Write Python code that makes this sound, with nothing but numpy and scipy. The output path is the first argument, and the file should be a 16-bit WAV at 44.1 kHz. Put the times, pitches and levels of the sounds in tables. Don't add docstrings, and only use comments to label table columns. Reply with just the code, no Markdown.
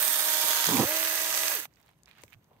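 import sys
import numpy as np
from scipy import signal
from scipy.fft import rfft, irfft, next_fast_len
from scipy.io import wavfile
from scipy.ndimage import map_coordinates

SR = 44100
rng = np.random.default_rng(int(sys.argv[2]) if len(sys.argv) > 2 else 0)


def wav_record(signal):
    frames = np.transpose(np.atleast_2d(signal))
    bounded = np.clip(frames, -1, 1)
    quanta = np.round(bounded * 32767).astype(np.int16)
    wavfile.write(sys.argv[1], SR, quanta)


def to_linear_factor(level_db):
    exponent = np.asarray(level_db, float) / 20
    return 10 ** exponent


N = 114660
PORT_LAG_S = 0.00011


def unit(x):
    return x / np.sqrt(np.mean(x ** 2) + 1e-20)


def along(points, hz):
    f, v = np.transpose(points)
    return np.interp(np.log(hz + 1), np.log(f + 1), v)


def curves(rows):
    s, *cols = np.transpose(rows)
    return [np.interp(np.arange(N) / SR, s, c) for c in cols]


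def wobble(rate_hz):
    knots = rng.standard_normal(int(N * rate_hz / SR) + 4)
    return map_coordinates(knots, [np.arange(N) * rate_hz / SR])


def filtered(x, response):
    m = next_fast_len(N + SR // 2)
    return irfft(rfft(x, m) * response(np.fft.rfftfreq(m, 1 / SR)), m)[..., :N]


def mode(hz, centre_hz, width_hz):
    damping = 1j * hz * width_hz
    return damping / (centre_hz * centre_hz - hz * hz + damping)


def clatter(rate_hz, size_db, life_s, share):
    struck = rng.random(N) < rate_hz / SR
    hits = struck * to_linear_factor(size_db * np.clip(rng.standard_normal(N), -2, 2))
    gate = unit(signal.lfilter([1], [1, -np.exp(-1 / (life_s * SR))], hits))
    share = np.clip(share, 0, 1)
    return rng.standard_normal((2, N)) * np.sqrt(1 - share + share * gate ** 2)


# (frequency [Hz], correlation [-1 to 1])
PORT_LIKENESS = [(100, 0.93), (500, 0.65), (1200, 0.58), (2500, 0.12), (6000, 0.15)]


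def ports(pair, left, right):
    def mix(hz):
        turn = np.arccos(np.clip(along(PORT_LIKENESS, hz), -1, 1)) / 2
        return np.array([np.cos(turn), np.sin(turn)])

    def colour(hz):
        lag = np.exp(-2j * np.pi * hz * PORT_LAG_S)
        return to_linear_factor([along(left, hz), along(right, hz)]) * [lag, 1 + 0 * hz]

    mid, side = filtered(pair, mix)
    return unit(filtered(np.array([mid + side, mid - side]), colour))


# (time [s], chain effort [dB], casing shake [dB], cutting load [0-1])
MOTOR = [(0, -34.5, -3.5, 0.6), (.2, -34.5, 0, 0.56), (.35, -33, 2, 0.68), (.64, -32.5, 0, 0.9),
         (.7, -32.5, -7, 0.8), (.835, -33.5, 7.5, 0.8), (.855, -36, 5.5, 0.2), (.92, -35, 7, 0.02),
         (1.05, -34, 2, 0), (1.3, -35, 0, 0.61), (1.52, -34, 0.5, 0.33), (1.57, -37.5, -4, 0),
         (1.62, -45, -12.5, 0.44), (1.655, -49, -29, 0), (1.672, -78, -40, 0.04), (1.69, -84.5, -60, 0.1)]
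# (time [s], speed [Hz])
SHAFT_SPEED = [(0, 309), (.15, 312), (.66, 311.5), (.72, 290), (.84, 250), (.852, 256), (.87, 288),
               (.918, 314.5), (.98, 321.5), (1.522, 322), (1.562, 230), (1.596, 160), (1.62, 135),
               (1.69, 20)]


def saw():
    shaft_hz, = curves(SHAFT_SPEED)
    effort_db, shake_db, load = curves(MOTOR)
    turns = np.cumsum(shaft_hz) / SR
    tones = shaft_tones(shaft_hz, turns, shake_db, load)
    beat = chain_beat(turns, effort_db)
    noise = chain(shaft_hz) * to_linear_factor(0.92) + fan(shaft_hz) * to_linear_factor(6.0)
    return nearby(poses(beat * noise)) + tones * to_linear_factor([[-.7], [.7]])


SHAFT_ORDERS = [1, 1.8, 2, 2.55, 3, 4, 5]
# (running free [dB], under load [dB])
ORDER_LEVELS = [(-54, -62), (-56.5, -59.5), (-46.5, -48.5), (-66, -54.5), (-60, -41), (-65.5, -59),
                (-57.5, -56.5)]


def shaft_tones(shaft_hz, turns, shake_db, load):
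    tones = 0
    for order, (free_db, cut_db) in zip(SHAFT_ORDERS, ORDER_LEVELS):
        level_db = free_db + (cut_db - free_db) * load + shake_db
        level_db = level_db + (.7 + order * load) * wobble(70)
        radiation = np.minimum(order * shaft_hz / 225, np.sqrt(2)) ** 3 / 2
        jitter = (.15 + .08 * order * order * load) * wobble(60)
        tones = tones + to_linear_factor(level_db) * radiation * np.sin(2 * np.pi * order * turns + jitter)
    return tones


GEAR_RATIO, LOOP_TURNS, HITS_PER_TURN = 5, 28, 9


def chain_beat(turns, effort_db):
    links = np.tile(rng.standard_normal(7), 40)
    loop_db = -0.36 * map_coordinates(links, [turns / LOOP_TURNS * 7])
    shaft = 1 + 0.16 * np.cos(2 * np.pi * turns)
    sprocket = 1 + 0.073 * np.cos(2 * np.pi * turns / GEAR_RATIO)
    return shaft * sprocket * to_linear_factor(effort_db + loop_db + .4 * wobble(12))


# (frequency [Hz], density [dB per Hz])
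CHAIN_LEFT = [(200, -18.5), (450, -3), (850, -1.5), (1100, 1.5), (2200, -1), (4500, -2.5), (6200, -9.5),
              (8300, -0.5)]
CHAIN_RIGHT = [(200, -25.5), (450, -4.5), (850, -3.5), (1700, 3), (2400, 1.5), (5000, 2), (6450, 1),
               (7300, 2.5)]


def chain(shaft_hz):
    rattle = clatter(2 * shaft_hz * HITS_PER_TURN / GEAR_RATIO, 10, 0.00071, 0.21)
    top = [(9170, -25)]  # Hz, dB per Hz
    return ports(rattle, CHAIN_LEFT + top, CHAIN_RIGHT + top)


# (frequency [Hz], density [dB per Hz])
FAN_LEFT = [(7000, -32), (8300, -9.5), (10000, 1), (12000, -0.5), (14500, -5), (15900, -16)]
FAN_RIGHT = [(7000, -7), (8400, 4), (10000, 1.5), (11800, 10), (14000, 11.5), (15900, 6.5)]


def fan(shaft_hz):
    hiss = ports(clatter(shaft_hz * 2.0, 9.5, 0.0013, 0.14), FAN_LEFT, FAN_RIGHT)
    fade_db_per_s = -5
    return hiss * to_linear_factor(4 + fade_db_per_s * np.minimum(np.arange(N) / SR, .8))


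# (frequency [Hz], width [Hz], boost [dB])
POSE_MODES = [
    [(1690, 340, -2), (3640, 270, -1.5), (6500, 450, -9), (8620, 570, -1.5)],
    [(1550, 250, -2.5), (3384, 400, -0.5), (4110, 250, -7.5), (6530, 170, 2), (8270, 370, -16.5)],
    [(1695, 88, 0), (1976, 130, -1.5), (2620, 280, -7), (5430, 110, -10.5), (6355, 200, 2), (8180, 600, -7)],
]
# (time [s], pose [0-2])
POSE = [
    (0, 0),
    (.22, 0.1),
    (.34, 1),
    (.7, 1),
    (.86, 2),
    (2.6, 2),
]


def poses(x):
    pose, = curves(POSE)
    out = 0
    for k, modes in enumerate(POSE_MODES):
        def ring(hz):
            return 1 + sum(to_linear_factor(db) * mode(hz, centre, width) for centre, width, db in modes)
        out = out + filtered(x, ring) * np.maximum(1 - abs(pose - k), 0)
    return out


# (frequency [Hz], width [Hz], depth [0-1])
GUARD_SHADOWS = [(4054, 54, 0.6), (7300, 310, 0.54), (10070, 590, 0.4)]


def nearby(x):
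    when = rng.random((2, 2, 6, 1))
    size = rng.standard_normal((2, 2, 6, 1))
    spread_s, strength_db = .004, -14

    def path(hz):
        copies = size * np.exp(-2j * np.pi * hz * when * spread_s)
        echoes = 1 + to_linear_factor(strength_db) * np.sum(copies, axis=2) / 2
        shadow = 1
        for centre, width, depth in GUARD_SHADOWS:
            shadow = shadow * (1 - np.clip(depth, 0, .95) / (1 + (2 * (hz - centre) / width) ** 2))
        small_source = hz ** 2 / (hz ** 2 + 127.0 ** 2)
        return echoes * shadow * small_source

    here, there = filtered(x, path)
    rock = .5 + .5 * np.tanh(2 * wobble(4))
    return here * rock + there * (1 - rock)


# (frequency [Hz], width [Hz], level [dB])
LOG_MODES = [(134, 37, -2), (235.4, 74, 0), (323, 77, 2), (462, 81, 1.5), (660, 200, -6.5), (987, 125, 1.5),
             (1430, 1100, -23.5)]


def wood(hz):
    return sum((-1) ** k * to_linear_factor(db) * mode(hz, centre, width)
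               for k, (centre, width, db) in enumerate(LOG_MODES))


def log():
    body = filtered(blows(), wood) + shudder() + thumps()
    return np.array([to_linear_factor(-3.5) * np.roll(body, round(PORT_LAG_S * SR)), to_linear_factor(2.0) * body])


# (time [s], peak [dB])
SNAGS = [(0.686, -18), (0.698, -20), (0.72, -20), (0.731, -19), (0.739, -26), (.755, -28.5), (0.762, -20.5),
         (0.779, -16), (0.784, -14), (0.7943, -12), (0.799, -13), (0.809, -21), (0.815, -19), (0.83, -15),
         (0.835, -28.5), (0.838, -14.5)]
# (time [s], peak [dB])
NUDGES = [
    (0.438, -36),
    (0.448, -38),
    (2.234, -40.5),
]


def blows():
    force = np.zeros(N)
    for s, db in SNAGS + NUDGES:
        rough = 1 + .6 * rng.standard_normal(40)
        force[round(s * SR):][:40] = to_linear_factor(db + 4) * rough * np.hanning(40) * rng.choice([-1, 1])
    return force


# (time [s], shudder [dB], groan pitch [Hz], groan [dB])
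SHUDDER = [
    (.674, -66, 162, -46),
    (.69, -37.5, 164, -40),
    (.714, -35.5, 172.2, -38),
    (.738, -33, 302, -27),
    (.766, -36.5, 232, -32),
    (.796, -23.5, 236, -31),
    (.818, -33, 208, -37.5),
    (.84, -35.5, 430, -27),
    (.847, -46, 427, -52),
]


def shudder():
    t = np.arange(N) / SR
    shudder_db, groan_hz, groan_db = curves(SHUDDER)
    caught = (t > SHUDDER[0][0]) & (t < SHUDDER[-1][0])
    groan_gain = to_linear_factor(groan_db + 1.5 + 3.0 * wobble(70))
    groan = groan_gain * np.sin(2 * np.pi * np.cumsum(groan_hz) / SR + 0.54 * wobble(60))
    shake = unit(filtered(rng.standard_normal(N), wood)) * to_linear_factor(shudder_db + 2.35 * wobble(60.28))
    return caught * (shake + groan)


# (time [s], level [dB])
SOIL_THUMPS = [
    (0.799, -25),
    (0.85, -28),
    (2.241, -48),
    (2.359, -44),
    (2.366, -49),
    (2.575, -55),
]


def thumps():
    t, out = np.arange(N) / SR, np.zeros(N)
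    soil_hz, t60_s, rise_s = 105.5, 0.059, 0.0042
    for s, db in SOIL_THUMPS:
        u = np.maximum(t - s, 0)
        decay = to_linear_factor(db - 60 * u / t60_s)
        out = out + decay * np.sin(2 * np.pi * soil_hz * u) * (1 - np.exp(-u / rise_s))
    return out


# (time [s], peak [dB], pitch [Hz], left
# over right [dB])
SNAPS = [(1.7384, -58, 5260, -14), (1.8152, -53, 13300, -16), (1.8286, -59, 5160, -14),
         (1.89, -51, 2120, 5), (2.034, -48, 6500, 11), (2.0584, -51.5, 5230, -21), (2.0894, -48, 2140, -7),
         (2.1128, -46, 2600, -15), (2.184, -47.5, 1720, -15), (2.28, -52.5, 2170, -18),
         (2.3237, -50.5, 2230, -12.5), (2.33, -48, 2300, -20), (2.339, -49, 2470, -17),
         (2.565, -57.5, 2010, -7),
         (1.655, -34, 950, -4),
    (1.654, -33, 2610, -6),
    (1.862, -49, 900, 2),
    (1.891, -50, 870, 5),
    (2.2144, -59, 2900, -3),
    (2.236, -38, 5660, 13),
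    (2.2358, -41.5, 2300, 6),
         (1.7587, -57.5, 5500, -11), (1.771, -53, 2310, -7), (1.8, -52, 800, 5), (1.835, -57, 1000, -2),
         (1.8725, -61, 900, -3), (1.881, -55.5, 3500, -5), (1.906, -60, 6000, -3), (1.913, -55.5, 900, -5),
         (1.9872, -63.5, 8970, -5), (2.13, -56, 2200, -12), (2.1518, -54, 2240, -11),
         (2.1752, -57, 2100, -18), (2.2032, -55, 1930, -8), (2.219, -48, 9000, -4), (2.238, -38, 600, 5),
         (2.4346, -63.5, 12100, -4), (2.444, -57, 6300, -1)]


def snaps():
    out, t = np.zeros((2, N + SR)), np.arange(SR // 40) / SR
    f = np.fft.rfftfreq(len(t), 1 / SR)
    for s, db, hz, pan_db in SNAPS:
        t60_s = 0.0045 + 9 / hz
        first_break = 4.3 * (t == 0)
        burst = to_linear_factor(-60 * t / t60_s) * (rng.standard_normal((2, len(t))) + first_break)
        response = mode(f, hz, 0.77 * hz) ** 2 + to_linear_factor(-18)
        snap = irfft(rfft(burst) * response, len(t))
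        gain = to_linear_factor(db + 3.0 + np.array([[pan_db], [-pan_db]]) / 2)
        out[:, round(s * SR):][:, :len(t)] += gain * snap / abs(snap).max()
    return out[:, :N]


# (time [s], crackle [dB], fine sifting [dB])
RUSTLE = [(1.6, -93, -101.5), (1.69, -78, -82), (1.78, -71.5, -69), (1.9, -72.5, -74), (1.92, -79, -89),
          (2.04, -81, -97), (2.08, -64.5, -70), (2.12, -63, -78), (2.15, -68.5, -75), (2.19, -62, -74),
          (2.22, -59.5, -63), (2.28, -79.5, -68), (2.34, -60, -61), (2.36, -83, -80), (2.6, -76.5, -91.5)]
# (frequency [Hz], density [dB per Hz])
LEAF_COLOUR = [(300, -25.5), (700, 0), (1000, -1.5), (2100, 3), (3800, -2), (5000, -9.5), (8000, -19.5),
               (16000, -33)]
# (frequency [Hz], density [dB per Hz])
SIFT_COLOUR = [(3000, -31.5), (6000, -1), (9000, -7), (10500, -14), (13500, 2), (16000, -3)]


def rustle():
    crackle_db, sift_db = curves(RUSTLE)
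    crackle = clatter(360 * to_linear_factor(2.8 * wobble(30)), 3.3, 0.0007, 0.61)
    bed = ports(crackle, LEAF_COLOUR, [(f, db + 7.5) for f, db in LEAF_COLOUR])
    sift = clatter(250 * to_linear_factor(3.2 * wobble(25)), 4, .0007, 0.63)
    dust = ports(sift, SIFT_COLOUR, [(f, db + 9.5) for f, db in SIFT_COLOUR])
    return bed * to_linear_factor(crackle_db + 2.0 + 1.2 * wobble(36)) + dust * to_linear_factor(sift_db - 1.5)


# (time [s], level [dB])
SCUFF = [
    (1.6, -95),
    (1.76, -82),
    (1.8, -73),
    (1.9, -74),
    (1.94, -92),
    (2.46, -89),
    (2.51, -65.5),
    (2.55, -71),
    (2.6, -69.5),
]
# (frequency [Hz], density [dB per Hz])
SOIL_COLOUR = [(200, -24.5), (450, -1.5), (950, -1.5), (1400, -21), (3000, -51)]


def scuff():
    level_db, = curves(SCUFF)
    grains = clatter(150 * to_linear_factor(5.3 * wobble(30)), 4, .003, .6)
    return ports(grains, SOIL_COLOUR, SOIL_COLOUR) * to_linear_factor(level_db)


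# (frequency [Hz], density [dB per Hz])
TOWN_COLOUR = [(20, -39.5), (55, -2.5), (140, 0.5), (230, -7), (500, -13), (1100, -17), (4000, -40.5),
               (16000, -56)]


def town():
    return ports(rng.standard_normal((2, N)), TOWN_COLOUR, TOWN_COLOUR) * to_linear_factor(-67 + .8 * wobble(8))


def scene():
    return saw() + log() + snaps() + rustle() + scuff() + town()


def roll_off(x):
    return signal.sosfilt(signal.butter(12, 16770, fs=SR, output="sos"), x)


def record(dry):
    def band(hz):
        return 1 / (1 + (hz / 15800) ** 160)
    return roll_off(filtered(dry, band))


dry = scene()
out = record(dry)
wav_record(out)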